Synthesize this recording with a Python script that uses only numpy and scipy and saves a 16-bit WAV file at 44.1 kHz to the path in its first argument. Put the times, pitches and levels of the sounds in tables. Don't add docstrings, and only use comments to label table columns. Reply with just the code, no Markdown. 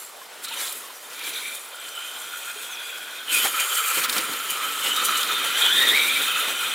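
import sys
import numpy as np
from scipy import signal
from scipy.fft import rfft, irfft, next_fast_len
from scipy.io import wavfile
from scipy.ndimage import uniform_filter1d, map_coordinates

SR = 44100
rng = np.random.default_rng(int(sys.argv[2]) if len(sys.argv) > 2 else 0)


def transcribe(signal):
    frames = np.atleast_2d(signal).T
    limited = np.clip(frames, -1, 1)
    pcm = np.round(limited * 32767).astype(np.int16)
    wavfile.write(sys.argv[1], SR, pcm)


def natural_amplitude(level_db):
    exponent = np.asarray(level_db, float) / 20
    return 10 ** exponent


N = 297234


def unit(x):
    return x / np.sqrt(np.mean(np.abs(x) ** 2) + 1e-20)


def along(points, hz):
    f, v = np.transpose(points)
    return np.interp(np.log(hz + 1), np.log(f + 1), v)


def curves(rows):
    s, *cols = np.transpose(rows)
    return [np.interp(np.arange(N) / SR, s, c) for c in cols]


def per_sample(coarse):
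    return np.interp(np.arange(N) / SR, np.arange(len(coarse)) / 1000, coarse)


def humps(times, lengths):
    t = np.arange(0, N / SR + .002, .001)
    return np.exp(-((t - times[:, None]) / np.maximum(lengths, .004)[:, None]) ** 2)


def wobble(rate):
    knots = 2 * np.tanh(rng.standard_normal(int(N * rate / SR) + 4) / 2)
    return per_sample(map_coordinates(knots, [np.arange(N * 1000 // SR + 2) * rate / 1000]))


def filtered(x, response):
    m = next_fast_len(N + 8192)
    return irfft(rfft(x, m) * response(np.fft.rfftfreq(m, 1 / SR)), m)[..., :N]


def patchy(x, depth_db, size):
    z = signal.stft(x, nperseg=512)[2]
    field = rng.standard_normal(z.shape[-2:])
    field = uniform_filter1d(field, size=size[0], axis=0)
    field = uniform_filter1d(field, size=size[1], axis=1)
    return signal.istft(z * natural_amplitude(depth_db * unit(field)), nperseg=512)[1][..., :N]


def grit(spread_db, share):
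    size = (rng.random(N) < share) * natural_amplitude(spread_db * np.minimum(rng.exponential(size=N), 3.5))
    return unit(rng.standard_normal(N) * (1 + size))


def resonance(hz, width_hz):
    core = np.exp(-np.pi * width_hz / SR)
    skirt = np.exp(-np.pi * 6.5 * width_hz / SR)
    blows = rng.standard_normal((2, N))
    a, b = signal.lfilter([1], np.poly([core, skirt, skirt]), blows)
    phase = 2 * np.pi * np.cumsum(hz * np.ones(N)) / SR
    return unit(a * np.cos(phase) + b * np.sin(phase))


# pitch_hz, density_db (per Hz)
STREAM_COLOUR = [(18, -70), (30, -40), (109, -35), (486, -1), (1460, 0), (1810, -9.5), (3310, -9),
                 (4780, -9.5), (12600, -17), (16000, -27)]
# pitch_hz, likeness (0..1)
STREAM_LIKENESS = [(40, .6), (150, 0.24), (600, 0.78), (2000, 0.85), (8000, 0.94)]


def stream():
    pair = patchy(rng.standard_normal((2, N)), depth_db=2.0, size=(6, 8))

    def colour(hz):
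        angle = np.arccos(np.clip(along(STREAM_LIKENESS, hz), -1, 1)) / 2
        return natural_amplitude(along(STREAM_COLOUR, hz)) * np.array([np.cos(angle), np.sin(angle)])

    mid, side = filtered(pair, colour)
    return natural_amplitude(-45.0) * unit(np.array([mid + side, mid - side]))


# start_s, length_s, first_hz, last_hz, level_db
BIRD_NOTES = [
    (.92, 0.099, 5880, 5750, -52),
    (1.032, 0.054, 3700, 3500, -49),
    (2.12, .07, 5700, 5050, -55),
    (2.69, 0.083, 6500, 4300, -42.5),
    (2.819, .07, 4640, 4850, -50),
]
GLIDE_BENDS = [1.1, 1.06, 0.59, 3, 0.7]


def birds():
    out = np.zeros(N)
    for (s, length, first_hz, last_hz, db), bend in zip(BIRD_NOTES, GLIDE_BENDS):
        u = np.arange(round(length * SR)) / (length * SR)
        hz = first_hz + (last_hz - first_hz) * u ** bend
        whistle = np.sin(np.pi * u) * np.sin(2 * np.pi * np.cumsum(hz) / SR)
        out[round(s * SR):][:len(u)] += natural_amplitude(db + 3.5) * whistle
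    return out


# start_s, peak_db, length_s, pitch_hz
STONE_HITS = [(0.443, -16.5, 0.024, 4130), (0.48, -18, 0.022, 4140), (0.598, -14, 0.04, 4050),
              (0.66, -17, 0.045, 3990), (0.721, -14.5, 0.016, 9400), (1.126, -26, 0.04, 5140),
              (1.189, -19, 0.017, 3870), (1.2344, -20, 0.022, 4240), (1.332, -18, 0.022, 3540),
              (1.547, -20, 0.022, 8620), (1.8826, -21, 0.019, 3790), (3.338, -9, 0.022, 9870),
              (3.442, -11, 0.022, 8700), (3.596, -8, 0.021, 7710), (3.748, -11, 0.023, 7800),
              (3.879, -11.5, 0.023, 9380), (4.031, -7, 0.041, 3730), (4.091, -11.5, 0.023, 4170),
              (4.126, -9.5, 0.016, 3800), (4.176, -10, 0.027, 4150), (4.332, -15, 0.015, 4180),
              (4.497, -11.5, 0.025, 10080), (4.8594, -14, 0.022, 3515), (4.96, -7.5, 0.018, 3750),
              (5.047, -6, 0.023, 8900), (5.17, -11, 0.024, 7550), (5.226, -8.5, 0.021, 3540),
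              (5.5714, -13, 0.025, 3580)]


def stones():
    out, t = np.zeros(N + 2205), np.arange(2205) / SR
    f = np.fft.rfftfreq(len(t), 1 / SR)
    for s, db, length, hz in STONE_HITS:
        u = t / max(length, .001)
        rough = rng.standard_normal(len(t)) * natural_amplitude(3.4 * rng.standard_normal(len(t)))
        burst = u * np.exp(-u - 4.54 * u ** 2) * rough
        wide = natural_amplitude(-6.5) * (1j * f / 1800) / (1 + 1j * f / 1800) / (1 + 1j * f / 14000)
        own_pitch = .3j * f * hz / (hz * hz - f * f + .3j * f * hz)
        out[round(s * SR):][:len(t)] += natural_amplitude(db + 4.5) * irfft(rfft(burst) * (wide + own_pitch), len(t))
    return out[:N]


# start_s, peak_db, pitch_hz, t60_s
SHELL_KNOCKS = [(0.216, -24.5, 1055, 0.041), (0.511, -24, 910, 0.08), (0.839, -31, 1108, 0.1),
                (0.899, -30, 1014, 0.06), (1.729, -34, 500, 0.072), (2.169, -28, 877, 0.054),
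                (2.559, -33, 420, 0.14), (3.454, -12, 793, 0.053), (4.171, -27, 1098, 0.045),
                (6.479, -23, 901, 0.061)]
# start_s, peak_db, pitch_hz, t60_s
TYRE_THUDS = [
    (3.619, -57, 104.5, 0.11),
    (3.968, -36, 150, 0.087),
    (4.082, -31, 251, 0.14),
    (4.163, -30, 211, 0.094),
    (4.188, -24, 320, .08),
]
# start_s, peak_db, pitch_hz
GRIT_PINGS = [(1.7981, -23, 7880), (1.8823, -29, 7920), (1.9503, -22, 7900), (1.9977, -27, 7750),
              (2.1518, -26, 7380), (2.1997, -24, 7630), (2.2867, -30, 9460), (2.3688, -25, 8550),
              (2.4476, -27, 8770), (2.513, -22, 8610), (2.6212, -32, 7530), (2.74, -35, 7670),
              (1.754, -28, 9450), (1.811, -26, 8400), (1.895, -28, 9100), (1.968, -27, 9050),
              (2.018, -26, 8650), (2.165, -28, 8730), (2.215, -26, 8700), (2.27, -28, 7950),
              (2.392, -26, 7800), (2.43, -27, 8550), (2.498, -22, 8600), (2.495, -28, 7600),
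              (2.58, -28, 9500), (2.6, -26, 8200), (2.668, -27, 7900), (2.683, -26, 7900)]


def knocks():
    out, t = np.zeros(N + 8820), np.arange(8820) / SR
    pings = [(*ping, 0.028) for ping in GRIT_PINGS]
    for s, db, hz, t60 in SHELL_KNOCKS + TYRE_THUDS + pings:
        overtone = np.sin(2 * np.pi * 1.6 * hz * t + rng.uniform(0, 8.6))
        ring = np.sin(2 * np.pi * hz * t) + 0.45 * overtone
        onset = 1 - np.exp(-t / 0.0011)
        out[round(s * SR):][:len(t)] += natural_amplitude(db - 6.5 - 60 * t / max(t60, .01)) * onset * ring
    return out[:N]


# start_s, peak_db, pitch_hz
SHELL_CRACKS = [(3.985, -16, 4200), (4.047, -10, 3700), (4.097, -5, 4100), (4.127, -9, 3800),
                (4.182, -8, 4500), (4.334, -14, 4300), (4.4, -15, 3000)]


def cracks():
    out, t = np.zeros(N + 2000), np.arange(2000) / SR
    t60_s, spread = 0.016, .35
    offsets = np.array([[0], [-.3], [.4], [-1.4], [1.6], [-3], [2.4]])
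    mode_db = [[0], [-3], [-4], [-7], [-7], [-8], [-9]]
    for s, db, hz in SHELL_CRACKS:
        modes_hz = hz * np.exp(spread * offsets)
        spray = (np.sin(2 * np.pi * modes_hz * t) * natural_amplitude(mode_db)).sum(axis=0)
        snap = spray + .8 * rng.standard_normal(len(t))
        out[round(s * SR):][:len(t)] += natural_amplitude(db - 12 - 60 * t / t60_s) * snap
    return filtered(out[:N], lambda f: (1j * f / (1j * f + 1200)) ** 3)


# start_s, spin_db, grip_db
WHEEL_MOTION = [(0.0, -38, -15), (0.14, -48.5, -8), (0.41, -48, -3.5), (0.63, -30.5, -13.5),
                (0.88, -43.5, -9), (1.1, -44, -9), (1.28, -37.5, -9.5), (1.52, -37.5, -12.5),
                (1.63, -43, -10.5), (2.5, -38.5, -13), (3.25, -43.5, -7), (3.33, -23.5, -17),
                (3.52, -29, -14), (3.95, -27, -16), (4.05, -30, -8.5), (4.4, -34.5, -9.5),
                (5.85, -27.5, -7), (6.74, -32.5, -9)]
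# start_s, length_s, grit_db (thrown), weight_db (on the tyres)
GROUND_JOLTS = [(0.444, .015, 13, 3), (0.587, 0.048, -1, 2.5), (0.72, .03, 0.5, -4), (1.134, 0.03, 1, 4),
                (1.274, 0.036, 3, 3.5), (1.754, 0.032, -3.5, -1), (3.388, 0.038, 3, 1.5),
                (3.455, 0.027, 3.5, 9.5), (3.61, 0.021, 4.5, 6), (3.77, 0.037, 4, 3.5),
                (3.981, 0.02, 2.5, 8), (4.075, 0.011, -10, -0.5), (4.172, 0.047, 4.5, 6),
                (4.316, 0.039, 2, 4), (4.51, 0.024, 3, 4.5), (4.867, 0.031, 7, 5.5), (5.026, .015, -3, 3.5),
                (5.06, 0.023, 8, -4.5), (5.105, 0.028, 1, 3.5), (5.182, 0.053, 1.5, 1.5),
                (5.5, 0.18, -4.5, -1), (5.593, 0.036, 3.5, 0.5), (5.718, 0.035, -3, -2.5),
                (5.85, 0.053, -0.5, 2.5), (6.377, 0.049, 1, -1.5), (6.488, .025, -1, 4.5),
                (6.577, 0.031, -0.5, -1)]


def wheels():
    spin_db, grip_db = curves(WHEEL_MOTION)
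    s, length, grit_db, weight_db = np.transpose(GROUND_JOLTS)
    swell = humps(s, length)
    thrown_db = per_sample(grit_db @ swell)
    pressed_db = per_sample(weight_db @ swell)
    flight_s, flight_length_s = 3.76, 0.19
    aloft = np.exp(-((np.arange(N) / SR - flight_s) / flight_length_s) ** 6)
    rumble_db = -11.5 + 1.087 * spin_db + 1.18 * grip_db + 1.23 * pressed_db - 15.5 * aloft
    return spin_db + grip_db + pressed_db, spin_db + thrown_db, rumble_db, thrown_db


# pitch_hz, width_hz, level_db
MOTOR_STEEL = [(6800, 400, -6), (7600, 400, -2), (8600, 350, -4), (9500, 350, -2), (10400, 400, -6),
               (11500, 400, -4), (12450, 350, -3), (13350, 350, -7), (14200, 400, -6), (15300, 400, -7)]


def pebbles(count):
    when, mode, detune, life, size = rng.random((count, 5)).T[:, :, None]
    t = np.arange(400) / SR
    hz = np.array(MOTOR_STEEL)[(mode * len(MOTOR_STEEL)).astype(int), 0] * (1 + 0.064 * (detune - .5))
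    decay = natural_amplitude(-60 * t / (0.0078 + 0.012 * life))
    ring = np.sin(2 * np.pi * hz * t) * decay * (1 - np.exp(-t / 0.001))
    ring = ring * natural_amplitude(-3 * np.log(size + .05))
    at = (when * N).astype(int) + np.arange(len(t))
    return unit(np.bincount(at.ravel(), ring.ravel(), N + len(t))[:N])


# pitch_hz, density_db (per Hz)
CRUNCH_COLOUR = [(120, -70), (260, -29), (380, -4.5), (480, 0.5), (700, -6.5), (1000, -0.5), (1950, -2),
                 (2700, -2), (4000, -6), (5000, -8.5), (16000, -15.5)]
# pitch_hz, density_db (per Hz)
FIZZ_COLOUR = [(1000, -61), (4000, 0), (5500, -4.5), (7600, 0), (9500, 0.5), (12500, -1.5), (15500, -3),
               (16500, -40.5)]
# pitch_hz, density_db (per Hz)
RUMBLE_COLOUR = [(30, -50), (70, -33), (120, -13.5), (200, -7), (300, -0.5), (420, -3.5), (800, -51)]


def tyres():
    crunch_db, fizz_db, rumble_db, _ = wheels()
    bumps = wobble(30)
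    crunch = patchy(grit(spread_db=5, share=.01), depth_db=2.0, size=(3, 5))
    crunch = unit(filtered(crunch, lambda f: natural_amplitude(along(CRUNCH_COLOUR, f))))
    rumble = unit(filtered(rng.standard_normal(N), lambda f: natural_amplitude(along(RUMBLE_COLOUR, f))))

    def steel(f):
        return 1 + sum(natural_amplitude(db) / (1 + (2 * (f - hz) / width_hz) ** 2) for hz, width_hz, db in MOTOR_STEEL)

    clinks = grit(spread_db=3.0, share=0.028) + natural_amplitude(-9) * pebbles(count=4000)
    streaks = patchy(clinks, depth_db=2.2, size=(3, 60))
    fizz = unit(filtered(streaks, lambda f: natural_amplitude(along(FIZZ_COLOUR, f)) * steel(f)))
    lumps = natural_amplitude(1.4 * bumps + 1.2 * wobble(70))
    ground = natural_amplitude(crunch_db + 5.5 + 0.46 * bumps + 1.75 * wobble(25)) * crunch
    weight = natural_amplitude(rumble_db + 5.0 + 2.9 * wobble(13)) * rumble
    return ground + weight + natural_amplitude(fizz_db - 1.0) * lumps * fizz


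# start_s, pitch_hz, level_db
MESH_WHINE = [(5.53, 1420, -38), (5.61, 1650, -31), (5.7, 1556, -31.5), (5.79, 1807, -26),
              (5.86, 1934, -26), (5.9, 1790, -25.5), (5.96, 2287, -23.5), (6.12, 2295, -25.5),
              (6.3, 2504, -33.5)]
# start_s, length_s, level_db
CONTROLLER_TONE = [(0.548, 0.14, -45), (1.2, 0.32, -53), (1.799, 1.05, -56.5), (2.8, 2.3, -62),
                   (4.898, 1.19, -47.5), (6.1, 0.74, -47)]


def whine():
    mesh_hz, mesh_db = curves(MESH_WHINE)
    t = np.arange(N) / SR
    on = uniform_filter1d(1. * (t > MESH_WHINE[0][0]), size=999)
    on = on * natural_amplitude(-26 * np.maximum(t - MESH_WHINE[-1][0], 0))
    mesh_hz = mesh_hz * (1 + .03 * wobble(40))
    octave_db, box_hz, box_width_hz = 9, 3305, 480
    octave = natural_amplitude(octave_db) * np.exp(-((2 * mesh_hz - box_hz) / box_width_hz) ** 2)
    octave = octave * natural_amplitude(1.7 * wobble(30)) * resonance(2 * mesh_hz, width_hz=120)
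    mesh = on * natural_amplitude(mesh_db + 2.8 * wobble(30)) * (resonance(mesh_hz, width_hz=120) + octave)
    held = sum(natural_amplitude(db) * ((t > s) & (t < s + length)) for s, length, db in CONTROLLER_TONE)
    held = uniform_filter1d(held, size=1800)
    tone_hz = 5925 * (1 + 0.0044 * wobble(3))
    return mesh + held * natural_amplitude(1.5 * wobble(25)) * resonance(tone_hz, width_hz=15)


# start_s, load_db, effort (throttle -1..1), tub_hz
GEAR_TRAIN = [(0.0, -58, 0.61, 1300), (0.41, -55, -.6, 1420), (0.46, -42, -0.2, 1391),
              (0.7, -40.5, 0.18, 1309), (0.8, -50.5, 0.41, 1339), (1.08, -57, -0.042, 1350),
              (1.18, -43, 0.16, 1452), (1.54, -42.5, 0.89, 1434), (1.61, -51.5, -0.099, 1405),
              (1.86, -43, -0.27, 1391), (3.25, -43, -0.36, 1494), (3.33, -31, 0.41, 1400),
              (3.52, -34, -0.86, 1349), (4.5, -37, -0.8, 1327), (5.1, -30, -0.34, 1312),
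              (5.52, -29.5, -0.31, 1328), (5.7, -28.5, .6, 1380), (6.74, -32.5, 0.018, 1380)]
# pitch_hz, width_hz, level_db (over load), effort_db (per unit), follows (power of tub pitch)
CHASSIS_PARTS = [(1380, 240, 0, -4, 1.01), (2050, 240, -16, 1, .01), (2448, 270, -5, -1.5, 0.0095),
                 (3139, 300, -1, -1.5, 0.4), (3586, 300, -3, 5.5, 0.01013), (4050, 300, -9, 0.5, 0.0098)]
# start_s, level_db, length_s, pitch_hz
GEAR_BITES = [(0.51, 9, .09, 4050), (0.61, 9, .02, 4050), (.675, 15.5, 0.02488, 4050),
              (.645, 14, 0.0499, 2080), (.54, 8, .04, 3100), (.65, 2.5, .05, 3400), (1.37, 9, 0.3, 2380),
              (1.36, 4.5, 0.02498, 3520), (1.28, 5, 0.03976, 3150), (1.33, 10, .12, 4050),
              (2.004, 6.5, .12, 3030), (1.46, 6, .04, 2350), (2.8, 7, .15, 3300), (2.7, 5, .4, 2480),
              (3.97, 5, .03, 3050), (4.19, 5, .04, 1520), (2.32, 2.5, .3, 1360), (3.3, 10, 0.03, 3000),
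              (3.36, 13, .045, 2480), (3.411, 10, 0.04975, 3130), (3.855, 4.5, 0.19, 1380),
              (3.92, 8, .12, 2450), (3.605, 11.5, 0.021, 2450), (3.61, 4.5, .02, 3100), (3.85, 9, .2, 2050),
              (4.05, 7, 0.0201, 1300), (3.77, 6, .06, 3150), (4.505, 11.5, 0.024, 2200),
              (4.505, 7, 0.0353, 3080), (4.6, 11, 0.04524, 1260), (4.865, 11, 0.01986, 2990),
              (4.92, 9, 0.0201, 3080), (4.975, 16, 0.0176, 1250), (5.018, 8, 0.0139, 1280),
              (4.97, 5, .03, 3700), (4.852, -14, 0.095, 2450), (5.125, 8, 0.0393, 1340),
              (5.23, 3, 0.039, 1390), (5.185, 6, .025, 3030), (5.22, 3.5, .035, 3480),
              (5.385, 3, 0.0147, 1460), (5.36, 7.5, .07, 3620), (5.79, 6, .05, 3620),
              (5.141, 5.5, .15, 4050), (6.05, 6, .22, 3720), (5.897, -6, 0.099, 1350),
              (5.62, 5.5, 0.054, 3650), (6.6, 5, 0.0595, 3030), (6.38, 5, .08, 2980), (5.66, 6, .04, 3200),
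              (6.37, 7.5, 0.0707, 1300)]
# start_s, length_s, blur (share of pitch)
CHASSIS_TWISTS = [
    (0.6, .2, .06),
    (1.35, .25, .03),
    (3.85, .4, .045),
    (5.3, .3, .02),
    (6.1, .3, .04),
]


def drive():
    load_db, effort, tub_hz = curves(GEAR_TRAIN)
    s, bite_db, length, bite_hz = np.transpose(GEAR_BITES)
    swell = humps(s, length)
    crunch_db, _, _, thrown_db = wheels()
    chatter = wobble(28)
    when, lasting, share = np.transpose(CHASSIS_TWISTS)
    steady = .01
    stray = steady + per_sample(share @ humps(when, lasting))

    def shaken(hz, width_hz, db, effort_db, follows):
        apart = np.log(bite_hz / hz)
        reached = np.exp(-(apart / 0.1) ** 2)
        bitten_db = per_sample((bite_db * reached) @ swell)
        pull = np.exp(1.2 * per_sample((apart * reached) @ swell))
        hz = hz * pull * (tub_hz / CHASSIS_PARTS[0][0]) ** follows * (1 + .006 * wobble(6))
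        strand = resonance(hz * (1 + (steady + .2 * stray) * wobble(45)), width_hz / 4)
        rattle = resonance(hz * (1 + stray * wobble(220)), width_hz)
        level_db = load_db + db + effort_db * effort + bitten_db + 0.3 * thrown_db
        strand = 0.68 * natural_amplitude(0.22 * bitten_db - 70 * stray) * strand
        rattle = 0.75 * natural_amplitude(-0.15 * bitten_db) * rattle
        return natural_amplitude(level_db + 1.27 * chatter + 2.0 * wobble(45)) * (strand + rattle)

    cover = natural_amplitude(1.17 * crunch_db + 7 + chatter) * resonance(1930, width_hz=540)
    parts = sum(shaken(*part) for part in CHASSIS_PARTS)
    return filtered(cover + parts, lambda f: 1 / (1 + (1050 / (f + 1)) ** 6))


# pitch_hz, level_db
SIDE_SCATTER = [(40, -10), (150, -25), (500, -18), (1500, -27), (3500, -23.5), (6000, -21), (10000, -23),
                (15000, -29)]


def scene():
    truck = tyres() + stones() + drive() + whine() + knocks() + cracks()
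    t = np.arange(4410) / SR
    rocks = rng.standard_normal(len(t)) * natural_amplitude(-60 * t / 0.058)
    scatter = signal.fftconvolve(truck, rocks / np.linalg.norm(rocks))[:N]
    side = filtered(scatter, lambda f: natural_amplitude(along(SIDE_SCATTER, f)))
    loud = np.sqrt(np.abs(uniform_filter1d(truck ** 2, size=15000)))
    water = stream() / (1 + loud / natural_amplitude(-15.0))
    return truck * natural_amplitude([[-.1], [.1]]) + np.array([side, -side]) + birds() + water


def band_limit(x):
    return signal.sosfilt(signal.butter(12, 16990, fs=SR, output="sos"), x)


def record(dry):
    mix = filtered(dry, lambda f: (1j * f / 60) / (1 + 1j * f / 60) * (f < 15900))
    return band_limit(mix)


dry = scene()
out = record(dry)
transcribe(out)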